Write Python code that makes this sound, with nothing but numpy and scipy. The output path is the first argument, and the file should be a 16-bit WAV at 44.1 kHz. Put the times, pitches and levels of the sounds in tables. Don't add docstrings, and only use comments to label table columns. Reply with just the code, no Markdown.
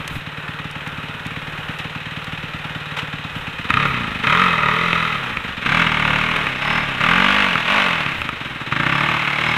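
import sys
import numpy as np
from scipy import signal
from scipy.fft import rfft, irfft, next_fast_len
from scipy.io import wavfile
from scipy.ndimage import uniform_filter1d, map_coordinates

SR = 44100
rng = np.random.default_rng(int(sys.argv[2]) if len(sys.argv) > 2 else 0)


def store_wav(level_fs):
    pcm = np.round(np.clip(np.atleast_2d(level_fs), -1, 1) * 32767)
    wavfile.write(sys.argv[1], SR, pcm.T.astype(np.int16))


N = 422037
T = np.arange(N) / SR
IDLE_END_S = 3.62
# start_s, length_s
TO_BIKE, TO_FLANK, TO_WATER = (0, 3.4), (5.2, 0.31), (7.83, 0.86)

# frequency_hz, level_db
PIPE_IDLE = [(25, -49), (55, -12), (88, -1.5), (140, 2), (200, -6.5), (270, -2.5), (315, -6.5), (370, -31),
             (700, -38), (1500, -80)]
RATTLE = [(200, -33), (350, -10.5), (470, -1.5), (680, -11), (850, -0.5), (1400, 0), (2600, 3.5),
          (3900, -3), (4400, -19), (5300, -19), (8000, -25), (12500, -34), (15000, -36)]
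BARK_REAR = [(260, -27), (450, -16.5), (480, -21.5), (617, -16), (720, -34), (957, -9.5), (1100, -10),
             (1170, -7.5), (1240, 1.5), (1410, -7), (1570, -19.5), (1860, -21), (2100, -11), (2730, -22.5),
             (4620, -120)]
RASP_REAR = [(1060, -21), (1800, 2), (1910, 6.5), (2210, -2.5), (2540, 4.5), (2850, -12), (3110, -2),
             (3430, -11), (3750, -4), (4360, -24), (4760, -26.5), (5990, -28), (7670, -36), (12500, -41),
             (14900, -50)]
# open_s, shut_s, goal_turns_per_s, thump_db, bark_db, rasp_db
TWISTS = [(3.656, 3.826, 51.06, -23, -18.5, -21), (4.202, 4.429, 57.46, -23, -14.3, -17.7),
          (4.539, 4.677, 33.03, -24.7, -16, -21.5), (4.677, 4.857, 46.69, -26, -19.5, -23),
          (4.863, 4.935, 41.1, -25.5, -17.3, -21), (4.935, 5.082, 38.8, -29, -26, -24.5),
          (5.602, 5.8, 55.74, -22.4, -17.3, -17), (5.881, 6.151, 35.98, -23.5, -19, -19.3),
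          (6.151, 6.352, 43.06, -26.7, -22, -22.3), (6.569, 6.76, 45.76, -26, -20.3, -21),
          (6.967, 7.403, 53.42, -22.7, -16, -17.5), (7.639, 7.756, 70.82, -24.3, -15.5, -16),
          (8.664, 9.116, 40.7, -23.3, -18.5, -20.7), (9.123, 9.318, 34.74, -29, -22.8, -20.3),
          (9.318, 9.536, 41.66, -25.5, -21.5, -19.3)]


def amp(db):
    return 10 ** (np.asarray(db) / 20)


def unit(x):
    return x / np.sqrt(np.mean(x ** 2) + 1e-20)


def steady(x, size):
    power = uniform_filter1d(uniform_filter1d(x * x, size), size)
    return x / np.sqrt(np.abs(power) + 1e-4 * np.mean(x * x))


def wobble(rate):
    return map_coordinates(rng.standard_normal(400), [T * rate], mode="wrap")


def filtered(x, response):
    size = next_fast_len(N + SR // 2)
    return irfft(rfft(x, size) * response(np.fft.rfftfreq(size, 1 / SR)), size)[:N]


def resonate(x, modes):
    return filtered(x, lambda hz: sum(
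        amp(db) * 1j * hz * width / (pitch ** 2 - hz ** 2 + 1j * hz * width)
        for pitch, width, db in modes))


def coloured(x, points, size=8192):
    hz, db = np.transpose(points)
    gain = amp(np.interp(np.log(np.fft.rfftfreq(size, 1 / SR) + 1), np.log(hz), db))
    cepstrum = irfft(np.log(np.maximum(gain, 1e-6)))
    cepstrum[1:size // 2] *= 2
    cepstrum[size // 2 + 1:] = 0
    response = irfft(np.exp(rfft(cepstrum)))
    return signal.oaconvolve(x, response / np.linalg.norm(response))[:N]


def strikes(times, sizes):
    return np.bincount(np.clip(np.round(times * SR).astype(int), 0, N - 1), sizes, N)


def puffs(times, sizes, rise_s, decay_s):
    t = T[:SR // 8]
    shape = (1 - np.exp(-t / rise_s)) * np.exp(-t / decay_s)
    return signal.oaconvolve(strikes(times, sizes), shape / shape.max())[:N] * rng.standard_normal(N)


def scatter(x, decay_s, rise_s=1e-5):
    t = T[:SR // 2]
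    tail = rng.standard_normal(len(t)) * np.exp(-t / decay_s) * (1 - np.exp(-t / rise_s))
    return signal.oaconvolve(x, tail / np.linalg.norm(tail))[:N]


def swells(times, half_width_s, db):
    return sum(amp(level) * np.exp(-((T - centre) / width) ** 2)
               for centre, width, level in np.broadcast(times, half_width_s, db))


def blend(a, b, share):
    return np.sqrt(1 - share) * a + np.sqrt(share) * b


def moved(start_s, length_s):
    return np.clip((T - start_s) / length_s, 0, 1)


def revving():
    return np.clip((T - IDLE_END_S) / 0.044 + .5, 0, 1)


def stream():
    # frequency_hz, level_db
    ripple = [(100, -13.5), (450, 8), (700, 2.5), (1500, 12.5), (3500, -13.5), (4600, -22.5), (9000, -23.5),
              (15000, -27)]
    return coloured(rng.standard_normal(N), ripple) * amp(-38 + 2.3 * wobble(5.9))


def breeze():
    # centre_s, level_db
    gusts = [(.15, -33), (3.37, -41), (3.89, -38), (8.2, -38)]
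    times, db = np.transpose(gusts)
    spectrum = [(8, -10), (22, -12), (45, -15), (80, -6.5), (250, -27), (1000, -48)]
    air = coloured(rng.standard_normal(N), spectrum)
    shelter_db = -2 * moved(*TO_FLANK)
    return air * (amp(-46 + shelter_db + 2.4 * wobble(3.1)) + swells(times, half_width_s=.045, db=db))


def crank_speed(spin_up_s=.189, coast_s=.732, coast_goal=1.555):
    # time_s, turns_per_s
    idle_speed = [(0.0, 18.3), (0.5, 18.45), (1.2, 17.9), (1.6, 18.78), (2.4, 18.81), (3.05, 18.47),
                  (3.35, 17.35), (3.66, 17.28)]
    speed = np.interp(T, *np.transpose(idle_speed))
    for open_s, shut_s, goal, *_ in TWISTS:
        for start_s, towards, lag_s in [(open_s, goal, spin_up_s), (shut_s, coast_goal, coast_s)]:
            i = min(round(start_s * SR), N - 1)
            speed[i:] = towards + (speed[i] - towards) * np.exp(-T[:N - i] / lag_s)
    return speed


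def firings(speed, miss_db, spread_db, overrun_db):
    stumbles = [.14, .63, 1.18, 1.78, 2.31, 2.84]
    turns = np.floor(np.cumsum(speed) / SR)
    at = np.flatnonzero(np.diff(turns, prepend=-1))
    times = T[at]
    spread, luck = rng.standard_normal((len(at), 2)).T
    missed = ((np.arange(len(at)) + np.searchsorted(stumbles, times)) % 2) * (times < IDLE_END_S)
    slowing = np.clip(-np.gradient(uniform_filter1d(speed, size=4000))[at] * SR / 30, 0, 1)
    starved = slowing * np.clip((44.4 - speed[at]) / 9.7, 0, 1)
    db = spread_db * spread + missed * (miss_db + 3 * luck) - overrun_db * starved * (luck > 0)
    return times, db, starved


def gas_slugs(times, db):
    direct = strikes(times, amp(db))
    return direct + 0.29 * strikes(times + 0.0175, amp(db)) + 0.088 * scatter(direct, decay_s=0.031)


def idling_pipe(slugs, times, db):
    thump = unit(coloured(slugs, PIPE_IDLE))
    hum = unit(resonate(strikes(times, amp(0.13 * db)), [(148.2, 7.6, 0)]))
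    return steady(thump + amp(-4) * hum, size=12000) * amp(-35 + 1.5 * moved(*TO_BIKE))


def cylinder(times, db):
    # pitch_hz, width_hz, level_db
    fin_modes = [(480, 940, -5), (843, 40, 1.5), (1300, 240, -4), (1390, 160, -2), (1700, 200, -4),
                 (1878, 75, 3), (2447, 180, 3), (2867, 32, 0), (3010, 46, -8), (3460, 120, 0),
                 (3736, 130, -2.5), (4026, 84, -3)]
    sizes = amp(0.23 * db)
    half_turn = times + np.gradient(times) / 2
    top = puffs(times - .011, sizes, rise_s=0.0014, decay_s=0.016)
    bottom = puffs(half_turn - .012, sizes, rise_s=0.0023, decay_s=0.012)
    slap = unit(top + 0.53 * bottom) + 0.54 * rng.standard_normal(N)
    fins = filtered(resonate(slap, fin_modes), lambda hz: 1 / (1 + (hz / 4200) ** 32))
    metal = unit(unit(fins) + amp(2.5) * unit(coloured(slap, RATTLE)))
    return metal * amp(-30.5 + 3 * moved(*TO_BIKE) - 0.46 * revving())


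def grit_ticks():
    # start_s, relative_db
    ticks = [(0.0772, -14.5), (0.7113, -26), (0.8749, -25), (1.266, -24), (1.787, -23), (2.2433, -25),
             (2.9721, -43), (6.364, -20), (8.2152, -26), (8.29, -26)]
    times, db = np.transpose(ticks)
    bursts = puffs(times, amp(db - 5.5), rise_s=0.00047, decay_s=0.0029)
    return coloured(bursts, [(300, -6), (2000, 11.5), (6000, -2.5), (11000, -8.5), (15000, -17)])


def track_scuffs():
    # start_s, relative_db
    scuffs = [(1.792, -18.5), (2.967, -12.5), (2.986, -15)]
    times, db = np.transpose(scuffs)
    return coloured(puffs(times, amp(db - 9), rise_s=.003, decay_s=0.014), RATTLE)


def throttle_levels(speed, full_speed=40.1, charge_s=0.006):
    # attack_s, sag_db_per_s, release_db_per_s, loss_db_per_octave_slow, floor_db
    thump_law = (0.09, 10, 23.5, -2, -35.5)
    bark_law = (0.0544, 5.5, 35, 4, -36)
    rasp_law = (0.03, -1, 21.5, 6.5, -33.5)
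    t = np.linspace(0, T[-1], 4000)
    opens, shuts, _, *peaks = np.transpose(TWISTS)[:, :, None]
    age = np.maximum(t - charge_s - opens, 1e-9)
    since_shut = np.maximum(t - charge_s - shuts, 0)
    octaves_slow = np.maximum(np.log2(full_speed / speed), 0)
    choke_db = 1.5 * (1 - np.exp(-since_shut / 0.12))
    levels = []
    for peak_db, law in zip(peaks, [thump_law, bark_law, rasp_law]):
        attack_s, sag, release, loss_db, floor_db = law
        opened_db = peak_db + 20 * np.log10(1 - np.exp(-age / attack_s))
        twist_db = opened_db - sag * (age - since_shut) - release * since_shut - choke_db
        loudest_db = np.interp(T, t, twist_db.max(axis=0))
        levels.append(np.maximum(loudest_db - loss_db * octaves_slow, floor_db))
    return levels


def revving_pipe(slugs, times, db, speed, thump_db):
    # crank_multiple, level_db
    orders = [(1, -8), (2, -10), (3, -6), (4, 2), (5, -5), (6, -11.5), (7, -11.5), (8, -14.5), (9, -14.5),
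              (10, -13), (11, -16), (12, -28), (13, -32), (14, -20)]
    # frequency_hz, level_db
    ground_rear = [(40, -10), (150, -2.5), (250, -2), (300, -7), (350, -18), (440, 6), (600, -5),
                   (720, -5.5)]
    ground_side = [(40, 0.5), (180, -0.5), (250, 4.5), (300, 4.5), (360, -9.5), (440, 3), (600, 8.5),
                   (720, -5)]
    # frequency_hz, level_db
    under_load = [(25, -52), (60, -2.5), (100, -1), (150, -0.5), (250, 1.5), (330, -12.5), (400, -11.5),
                  (700, -26), (1500, -61)]
    across_water = [(25, -24), (60, -7), (100, -9.5), (140, 12), (200, -7.5), (260, 0), (345, -1),
                    (410, -22), (700, -45), (1500, -80)]
    angle = 2 * np.pi * (np.cumsum(speed) / SR - .085 + 0.005 * wobble(35))
    low = sum(amp(level) * np.cos(order * angle) for order, level in orders[:5])
    high = sum(amp(level) * np.cos(order * angle - np.pi * order ** 2 / 20)
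               for order, level in orders[5:])
    drone = (low + high) * amp(np.interp(T, times, 0.38 * db))
    side = moved(*TO_FLANK)
    drone = (1 - side) * coloured(drone, ground_rear) + side * coloured(drone, ground_side)
    thumps = steady(coloured(slugs, under_load), size=3000)
    merged = np.clip((speed - 25) / 11, 0, .94)
    from_track = blend(thumps, steady(drone, size=3000), merged)
    from_water = steady(coloured(slugs, across_water), size=3000)
    heard = blend(from_track, from_water, share=0.89 * moved(*TO_WATER))
    return steady(heard, size=2400) * amp(thump_db + 0.8)


def blast(times, sizes):
    fronts = strikes(times - .0015, sizes)
    shock = sum(wobble(1.482) * scatter(fronts, decay_s=0.011, rise_s=0.001) for _ in range(4))
    jet = puffs(times - .002, sizes, rise_s=0.001, decay_s=0.0075)
    return blend(steady(shock, size=3600), steady(jet, size=3600), share=0.35)


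def silencer(times, db, starved, bark_db, rasp_db):
    # frequency_hz, level_db
    bark_side = [(260, -27), (450, -42), (502, -23.5), (579, -4), (744, -11), (852, 0.5), (1210, 3.5),
                 (1330, -3.5), (1450, 6), (1740, -1.5), (2100, -1.5), (2730, -42), (4620, -120)]
    rasp_side = [(1060, -15.5), (1800, -3.5), (2210, 2), (2630, 0), (3720, -11), (4720, -27), (5200, -26),
                 (10100, -41), (12300, -40), (14900, -63)]
    coasting = np.interp(T, times, starved)
    sound = np.zeros(N)
    for rear, flank, level_db, fill in [(BARK_REAR, bark_side, bark_db - .3, .06),
                                        (RASP_REAR, rasp_side, rasp_db - 1.66, .15)]:
        gas = blast(times, amp(0.45 * db))
        gas += (fill + 0.71 * coasting) * rng.standard_normal(N)
        heard = blend(coloured(gas, rear), coloured(gas, flank), moved(*TO_FLANK))
        sound += amp(level_db) * steady(heard, size=2400)
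    return sound * revving()


def pops():
    # start_s, relative_db
    bangs = [(3.703, 6), (3.739, 6.5), (3.77, 1), (3.854, 2.5), (4.27, 2.5), (4.66, -5), (4.929, 4.5),
             (5.37, 0.5), (6.36, 1), (6.467, 4), (7.005, 0), (7.554, 5), (8.062, 2.5), (8.216, -3.5),
             (8.289, -0.5), (8.723, 1), (8.763, -17)]
    times, db = np.transpose(bangs)
    burst = puffs(times + 0.001, amp(db), rise_s=0.00031, decay_s=0.00058)
    crack = amp(-11) * coloured(burst, BARK_REAR) + amp(-12) * coloured(burst, RASP_REAR)
    thump = coloured(strikes(times, amp(db)), PIPE_IDLE)
    return crack + amp(-3.5) * thump


def squeal():
    # centre_s, half_width_s, level_db
    squeals = [(6.73, 0.13, -45), (7.3, .15, -51), (8.95, 0.077, -52), (9.5, .1, -51)]
    mode = [(5200, 130, 0)]
    ring = resonate(resonate(rng.standard_normal(N), mode), mode)
    return unit(ring) * swells(*np.transpose(squeals))


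def scene():
    speed = crank_speed()
    thump_db, bark_db, rasp_db = throttle_levels(speed)
    times, db, starved = firings(speed, miss_db=-10.5, spread_db=2, overrun_db=22)
    slugs = gas_slugs(times, db)
    pipe = blend(idling_pipe(slugs, times, db), revving_pipe(slugs, times, db, speed, thump_db), revving())
    exhaust = pipe + silencer(times, db, starved, bark_db, rasp_db) + pops()
    bike = exhaust + cylinder(times, db) + squeal()
    trees = amp(-14) * scatter(bike, decay_s=.05)
    return (bike + trees + grit_ticks() + track_scuffs() + stream() + breeze())[None]


def record(dry):
    return filtered(np.clip(dry[0], -1, 1), lambda hz: hz < 15100)[None]


dry = scene()
out = record(dry)
store_wav(out)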